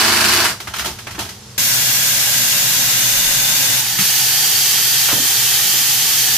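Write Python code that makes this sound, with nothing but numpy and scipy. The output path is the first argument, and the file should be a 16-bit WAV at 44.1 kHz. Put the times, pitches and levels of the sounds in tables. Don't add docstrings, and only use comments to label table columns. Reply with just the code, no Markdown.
import sys
import numpy as np
from scipy import signal
from scipy.fft import irfft, next_fast_len
from scipy.io import wavfile
from scipy.ndimage import map_coordinates

SR = 44100
rng = np.random.default_rng(int(sys.argv[2]) if len(sys.argv) > 2 else 0)


def inscribe(sig):
    pcm = np.round(np.clip(np.atleast_2d(sig).T, -1, 1) * 32767)
    wavfile.write(sys.argv[1], SR, pcm.astype(np.int16))


N = 280917
TIME = np.arange(N) / SR
BRAKE_S, TAPING_S, SEAT_S, AIR_OPEN_S = .47, 1.578, 3.811, 3.988

# (time [s], relative level [dB])
STRIKE_FORCE = [(0.0, -11.5), (0.454, -13), (0.538, -24.5), (0.56, -37)]
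# (frequency [Hz], likeness [-1 to 1])
SEWING_LIKENESS = [(60, 0.99), (130, 1), (290, 0.96), (640, 0.73), (1410, 0.57), (3100, 0.31),
                   (6820, 0.064), (15000, 0.091)]
SEAT_LIKENESS = [(60, 1), (130, 1), (290, 0.95), (640, 0.95), (1410, 0.63), (3100, 0.67), (6820, 0.057),
                 (15000, 0.16)]
# (frequency [Hz], left minus right [dB])
SEWING_BALANCE = [(60, 0.0), (180, 0.44), (550, -0.64), (1650, -1.5), (4970, -0.81), (15000, -1.7)]
SEAT_BALANCE = [(60, 0.0), (130, 0.0), (290, 0.5), (640, 1.0), (1410, 0.25), (3100, 1), (6820, -1.9),
                (15000, -1.7)]
SEWING_STEREO, SEAT_STEREO = (SEWING_LIKENESS, SEWING_BALANCE), (SEAT_LIKENESS, SEAT_BALANCE)


def from_db(db):
    return 10 ** (np.asarray(db) / 20)


def rms_one(x):
    return x / np.sqrt(np.mean(x.mean(0) ** 2) + 1e-20)


def in_time(rows):
    return np.interp(TIME, *np.transpose(rows))


def at_hz(points, hz):
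    f, value = np.transpose(points)
    return np.interp(np.log(hz), np.log(f), value)


def after(s):
    return np.clip((TIME - s) * 500, 0, 1)


def bump(centre_s, width_s):
    return np.exp(-((TIME - centre_s) / width_s) ** 2)


def wander(rate_hz):
    points = rng.standard_normal(int(N / SR * rate_hz) + 3)
    return map_coordinates(points, [TIME * rate_hz], order=3, mode="nearest")


def by_place(feed_db, seat_db):
    return feed_db + (seat_db - feed_db) * after(SEAT_S)


def filtered(x, hz, kind):
    return signal.sosfilt(signal.butter(2, hz, kind, fs=SR, output="sos"), x)


def freqs(size):
    return np.maximum(np.arange(size // 2 + 1) * SR / size, 1)


def peak(centre_hz, width_hz, size):
    return 1 / (1 + (2 * (freqs(size) - centre_hz) / width_hz) ** 2)


def resonant(colour, modes, modes_db, size):
    peaks = sum(from_db(db) * peak(hz, width, size) for hz, width, db in modes)
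    return from_db(at_hz(colour, freqs(size))) * (1 + from_db(modes_db) * peaks)


def noise(gain, size, stereo):
    likeness, balance = stereo
    hz, sides = freqs(size), np.array([[1], [-1]])
    mid, side = np.exp(2j * np.pi * rng.random((2, len(hz))))
    alike = np.clip(at_hz(likeness, hz), -.99, .999)
    pair = mid + np.sqrt((1 - alike) / (1 + alike)) * side * sides
    return rms_one(irfft(gain * pair * from_db(sides * at_hz(balance, hz) / 2), size))


def steady(gain_of_size, stereo):
    size = next_fast_len(N, real=True)
    return noise(gain_of_size(size), size, stereo)[:, :N]


def coloured_noise(colour):
    return steady(lambda size: from_db(at_hz(colour, freqs(size))), SEWING_STEREO)


def dying(size, ring_t60, room_db, room_t60, attack_s=0.00027):
    t = np.arange(size) / SR
    ring, room = from_db(-60 * t / ring_t60), from_db(room_db - 60 * t / room_t60)
    return np.hypot(ring, room) * (1 - np.exp(-t / attack_s))


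def add(out, s, sound):
    i = max(round(s * SR), 0)
    out[:, i:i + sound.shape[1]] += sound[:, :N - i]


def quiet_shop(level_db=-38.5):
    # (frequency [Hz], relative level [dB])
    colour = [(15, -61), (25, -31), (49, -13), (86, -12), (121, -2), (150, -21), (213, -9), (271, -26),
              (373, -20), (415, -16.5), (588, -26), (833, -24.5), (2240, -29.5), (5570, -25), (15000, -41)]
    return from_db(level_db) * coloured_noise(colour)


def table_shake(run_db=-39, attack_s=.015, t60_s=0.38):
    # (frequency [Hz], relative level [dB])
    colour = [(21, -33), (35, -32), (70, -3), (109, -12), (134, -16), (200, -9.5), (250, -22), (320, -40),
              (550, -120)]
    # (start [s], length [s], level [dB])
    nudges = [(.67, .04, -42), (.76, .155, -36), (1.072, 0.079, -39), (1.19, .07, -36)]
    power = 0
    for start, length, db in [(0.0076, BRAKE_S, run_db)] + nudges:
        attack = np.clip((TIME - start) / attack_s, 0, 1)
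        fade_db = 60 * np.maximum(TIME - start - length, 0) / t60_s
        power += (attack * from_db(db - fade_db)) ** 2
    return np.sqrt(power) * coloured_noise(colour)


def sewing_speed(loss_per_s=6.0):
    return np.clip(1 - loss_per_s * (TIME - BRAKE_S), .5, 1)


def clatter(stitches_per_s=24.9, jitter_s=.0004, uneven_db=0.9, rattle_hz=900, level_db=-6.5, size=16384):
    # (point in the turn [0 to 1], relative level [dB])
    strikes = [(.01, 2), (.17, 2), (.32, 1), (.5, -.5), (.65, -2), (.85, -1.5)]
    # (frequency [Hz], relative level [dB])
    colour = [(32, -43), (55, -18), (92, -4), (125, -17), (215, 10), (259, 3.5), (343, 2), (548, -15),
              (631, -3.5), (693, -4.5), (919, -4.5), (1610, -1.5), (3580, -7), (4750, -6.5), (15000, -16)]
    # (frequency [Hz], width [Hz], relative level [dB])
    modes = [(367, 46, -5), (650, 18, -2), (940, 150, -7), (1610, 230, -4), (2360, 31, -17), (2660, 37, -4),
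             (2970, 79, 0), (3950, 40, -15), (4640, 660, 0), (5850, 130, 0)]
    # (time [s], relative level [dB])
    rattle_levels = [(0, -3), (.26, -1), (.325, 1.5), (.365, -2.5), (.41, -2), (.45, -1.5), (.5, -4)]
    out, hz = np.zeros((2, N)), freqs(size)
    force_db, rattle_db = in_time(STRIKE_FORCE), in_time(rattle_levels)
    turns = stitches_per_s * np.cumsum(sewing_speed()) / SR
    body = resonant(colour, modes, -3.0, size)
    envelope = dying(size, ring_t60=0.063, room_db=-4.0, room_t60=0.24)
    rattle_pitches = np.linspace(np.log(rattle_hz), np.log(SR / 2), 48)
    for share, db in strikes:
        ring = noise(body, size, SEWING_STEREO)
        for turn in range(13):
            i = np.searchsorted(turns, turn + share)
            favoured_db = 4 * np.interp(np.log(hz), rattle_pitches, rng.standard_normal(48))
            tilt_db = 0.29 * (rattle_db[i] - rattle_db[0]) * np.log2(hz / rattle_hz)
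            rattle = noise(body * from_db(favoured_db + tilt_db) * (hz > rattle_hz), size, SEWING_STEREO)
            gain = from_db(force_db[i] + db + level_db + rng.normal(0, uneven_db))
            strike = gain * envelope * (ring + from_db(rattle_db[i]) * rattle)
            add(out, i / SR + rng.normal(0, jitter_s), strike)
    return filtered(out, 450, "high")


def frame_hum(level_db=-1.0, waver_db=2.5):
    # (frequency at full speed [Hz], relative level [dB])
    tones = [(102.3, -37.5), (150.7, -43), (199.2, -40), (226.1, -36), (349.9, -33), (403.7, -44.5),
             (425.3, -39), (452.2, -46), (479.1, -55), (527.6, -51), (629.8, -40), (656.8, -37),
             (753.7, -41), (855.9, -36), (931.3, -35), (1007, -36), (1055, -40)]
    out, end = np.zeros((2, N)), round(STRIKE_FORCE[-1][0] * SR)
    travel = np.cumsum(sewing_speed()[:end]) / SR
    force_db = in_time(STRIKE_FORCE)[:end]
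    for hz, db in tones:
        waver = np.interp(np.arange(end), np.linspace(0, end, 12), rng.standard_normal(12))
        tone = np.sqrt(2) * np.sin(2 * np.pi * (hz * travel + rng.random()))
        out[:, :end] += from_db(db + level_db + force_db - force_db[0] + waver_db * waver) * tone
    return out


def linkage_clacks(level_db=-4, size=16384):
    # (time [s], relative level [dB], extra for the knock [dB], extra for the crack [dB])
    clacks = [(0.601, -24, -16, 1), (0.6723, -18, -17, -7), (0.737, -15.5, -31, -5.5),
              (0.7606, -20.5, -18, -1), (0.7843, -18, -23, 0.5), (0.7933, -14.5, -25, -3.5),
              (0.82, -22, -20, -14), (0.8457, -18, -15, -1), (0.8559, -21.5, -7, 6), (0.8706, -29, -8, 5),
              (0.9868, -25, -19, -2), (1.069, -18, -17, -10), (1.108, -26.5, -19, 0), (1.147, -26, -17, -6),
              (1.1804, -25.5, -6, -9), (1.1902, -20, -10, 3.5), (1.2063, -28, -10, 5),
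              (1.2521, -27, -19, -2), (1.289, -27.5, -17, 2.5)]
    # (frequency [Hz], relative level [dB])
    colour = [(88, -37), (150, -14), (409, -3), (505, -22), (612, -2.5), (1350, -5), (2060, -3.5),
              (2970, -9), (3270, -10.5), (7640, -23.5), (15000, -26)]
    # (frequency [Hz], width [Hz], relative level [dB])
    modes = [(339, 72, -4.5), (897, 31, -3), (1340, 250, -4), (1610, 62, -6), (3040, 200, -10),
             (3290, 69, -4), (3790, 39, -8), (4210, 74, -9), (5020, 53, -5), (5330, 31, -2), (5970, 35, 3),
             (6600, 50, 2)]
    out, body = np.zeros((2, N)), resonant(colour, modes, 4.7, size)
    for s, db, knock_db, crack_db in clacks:
        parts = [(knock_db + 9, -5, [250, 950]),
                 (0, -10, [1000, 4200]),
                 (crack_db, -4, [4600, 16000])]
        for part_db, room_db, band_hz in parts:
            ring = rms_one(filtered(noise(body, size, SEWING_STEREO), band_hz, "band"))
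            envelope = dying(size, ring_t60=0.076, room_db=room_db, room_t60=0.32, attack_s=0.0029)
            add(out, s - .001, from_db(db + level_db + part_db) * ring * envelope)
    return out


def rumble(swell_db=9):
    low = steady(lambda size: peak(centre_hz=33, width_hz=35, size=size), SEAT_STEREO)
    level_db = by_place(feed_db=-52.5, seat_db=-56) + swell_db * bump(centre_s=3.27, width_s=.22)
    return from_db(level_db) * low


def blower(drone_db=2.0, hum_db=-4, hum_hz=118.7, waver_db=0.5):
    # (frequency [Hz], relative level [dB])
    colour = [(35, -40), (66, -13), (85, -14), (101, -8.5), (124, 2), (178, -7), (269, -10), (380, -20),
              (407, -17.5), (450, -28), (580, -69), (990, -120)]
    hum = np.sqrt(2) * np.sin(2 * np.pi * hum_hz * TIME + .5 * wander(12))
    hum *= from_db(hum_db - waver_db * wander(6.9))
    drone = from_db(drone_db) * coloured_noise(colour)
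    return from_db(by_place(feed_db=-37.5, seat_db=-41.5)) * (drone + hum)


def taping_knocks(size=16384):
    # (time [s], level [dB], centre frequency [Hz], width [octaves])
    knocks = [(3.987, -17.5, 2200, 0.85), (3.989, -23, 170, 0.42), (4.008, -23, 3000, 1.8),
              (5.085, -18, 1400, 1.5), (5.110, -22.5, 900, 1.0), (5.129, -22, 205, 1),
              (5.168, -29.5, 556, 0.51), (5.197, -27, 269, 0.44), (5.735, -34.5, 430, 0.97)]
    out = np.zeros((2, N))
    envelope = dying(size, ring_t60=0.18, room_db=-9, room_t60=0.33)
    for s, db, hz, octaves in knocks:
        band = 1 / (1 + (np.log2(freqs(size) / hz) / octaves) ** 4)
        add(out, s, from_db(db) * noise(band, size, SEAT_STEREO) * envelope)
    return out


def jet_whistles(fade_s=0.18):
    # (start [s], end [s], frequency [Hz], width [Hz], level [dB])
    whistles = [(1.5, 3.1, 3330, 70, -36), (2.3, 3.1, 3720, 90, -33.5), (2.85, 3.9, 3606, 150, -30),
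                (3.0, 4.55, 898, 130, -43), (2.8, 3.8, 6430, 130, -31), (4.1, 5.15, 4680, 400, -28),
                (4.2, 6.5, 3156, 150, -32.5), (5.55, 6.15, 4900, 120, -35)]
    out = np.zeros((2, N))
    for start, end, hz, width, db in whistles:
        size = next_fast_len(int((end - start) * SR), real=True)
        t = np.arange(size) / SR
        fade = np.clip(np.minimum(t, t[::-1]) / fade_s, 0, 1)
        add(out, start, from_db(db) * noise(peak(hz, width, size), size, SEAT_STEREO) * fade)
    return out


def jet(colour, modes, modes_db, stereo, echo_gain=0.21, sway_s=.00006, flutter_db=.25):
    air = steady(lambda size: resonant(colour, modes, modes_db, size), stereo)
    out, sway = air.copy(), sway_s * wander(1.187)
    delays_s, leans = rng.uniform(.002, .014, 14), rng.standard_normal(14)
    for k, (delay, lean) in enumerate(zip(delays_s, leans)):
        ear = k % 2
        out[ear] += echo_gain * np.interp(TIME - delay - lean * sway, TIME, air[ear])
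    return rms_one(out) * from_db(flutter_db * wander(40))


def hot_air(feed_db=-15.5, seat_db=-14.5, low_flow_db=-3.0, treble_hz=6500, treble_kept=0.8):
    # (frequency [Hz], relative level [dB])
    feed_colour = [(210, -42), (350, -25), (436, -17.5), (570, -9), (1330, -11), (1580, -2.5), (1820, -7.5),
                   (2830, -4), (3110, -7), (3590, -3), (3940, -4.5), (6520, -1.5), (9360, -8.5),
                   (12600, -2), (15000, -5)]
    seat_colour = [(210, -45), (350, -14), (677, -16), (768, -6), (1040, -15.5), (1140, -12), (1770, -4.5),
                   (2170, -6), (3110, -1), (4000, -3), (4540, -4.5), (6120, 0), (9360, -8), (12800, -2.5),
                   (15000, -4)]
    # (frequency [Hz], width [Hz], relative level [dB])
    feed_modes = [(1610, 130, -4), (2000, 160, 4.5), (2890, 55, 9), (3310, 55, -1), (6460, 170, -6),
                  (8600, 74, 9)]
    seat_modes = [(890, 96, -3), (1140, 41, -3), (1790, 46, 3), (4600, 450, 4), (6120, 110, -10),
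                  (8600, 160, 2), (11140, 200, 6), (13340, 250, 1)]
    # (frequency [Hz], likeness [-1 to 1])
    feed_likeness = [(60, 1), (130, 1), (290, 0.97), (640, 1), (1410, 0.71), (3100, -0.0043), (6820, -0.11),
                     (15000, 0.14)]
    # (frequency [Hz], left minus right [dB])
    feed_balance = [(60, -4), (130, 3), (290, -11), (640, 3.5), (1410, 2), (3100, 3), (6820, -1),
                    (15000, 0.5)]
    feed = from_db(feed_db) * jet(feed_colour, feed_modes, -11.0, (feed_likeness, feed_balance))
    dip_db = -1.3 * bump(centre_s=5.18, width_s=0.072)
    seat = from_db(seat_db + dip_db) * jet(seat_colour, seat_modes, -6.0, SEAT_STEREO)
    dull = signal.lfilter(*signal.butter(1, treble_hz, fs=SR), seat)
    low_flow = from_db(low_flow_db) * (dull + treble_kept * (seat - dull))
    return (feed * (after(TAPING_S) - after(SEAT_S))
            + low_flow * (after(SEAT_S) - after(AIR_OPEN_S))
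            + seat * after(AIR_OPEN_S))


def scene():
    sewing = clatter() + frame_hum() + linkage_clacks() + table_shake() + quiet_shop()
    under_hiss = blower() + rumble() + jet_whistles()
    taping_on = after(TAPING_S)
    return sewing * (1 - taping_on) + under_hiss * taping_on + hot_air() + taping_knocks()


def record(dry):
    cutoff_hz = 14950
    return signal.sosfilt(signal.ellip(12, .1, 80, cutoff_hz, fs=SR, output="sos"), dry)


dry = scene()
out = record(dry)
inscribe(out)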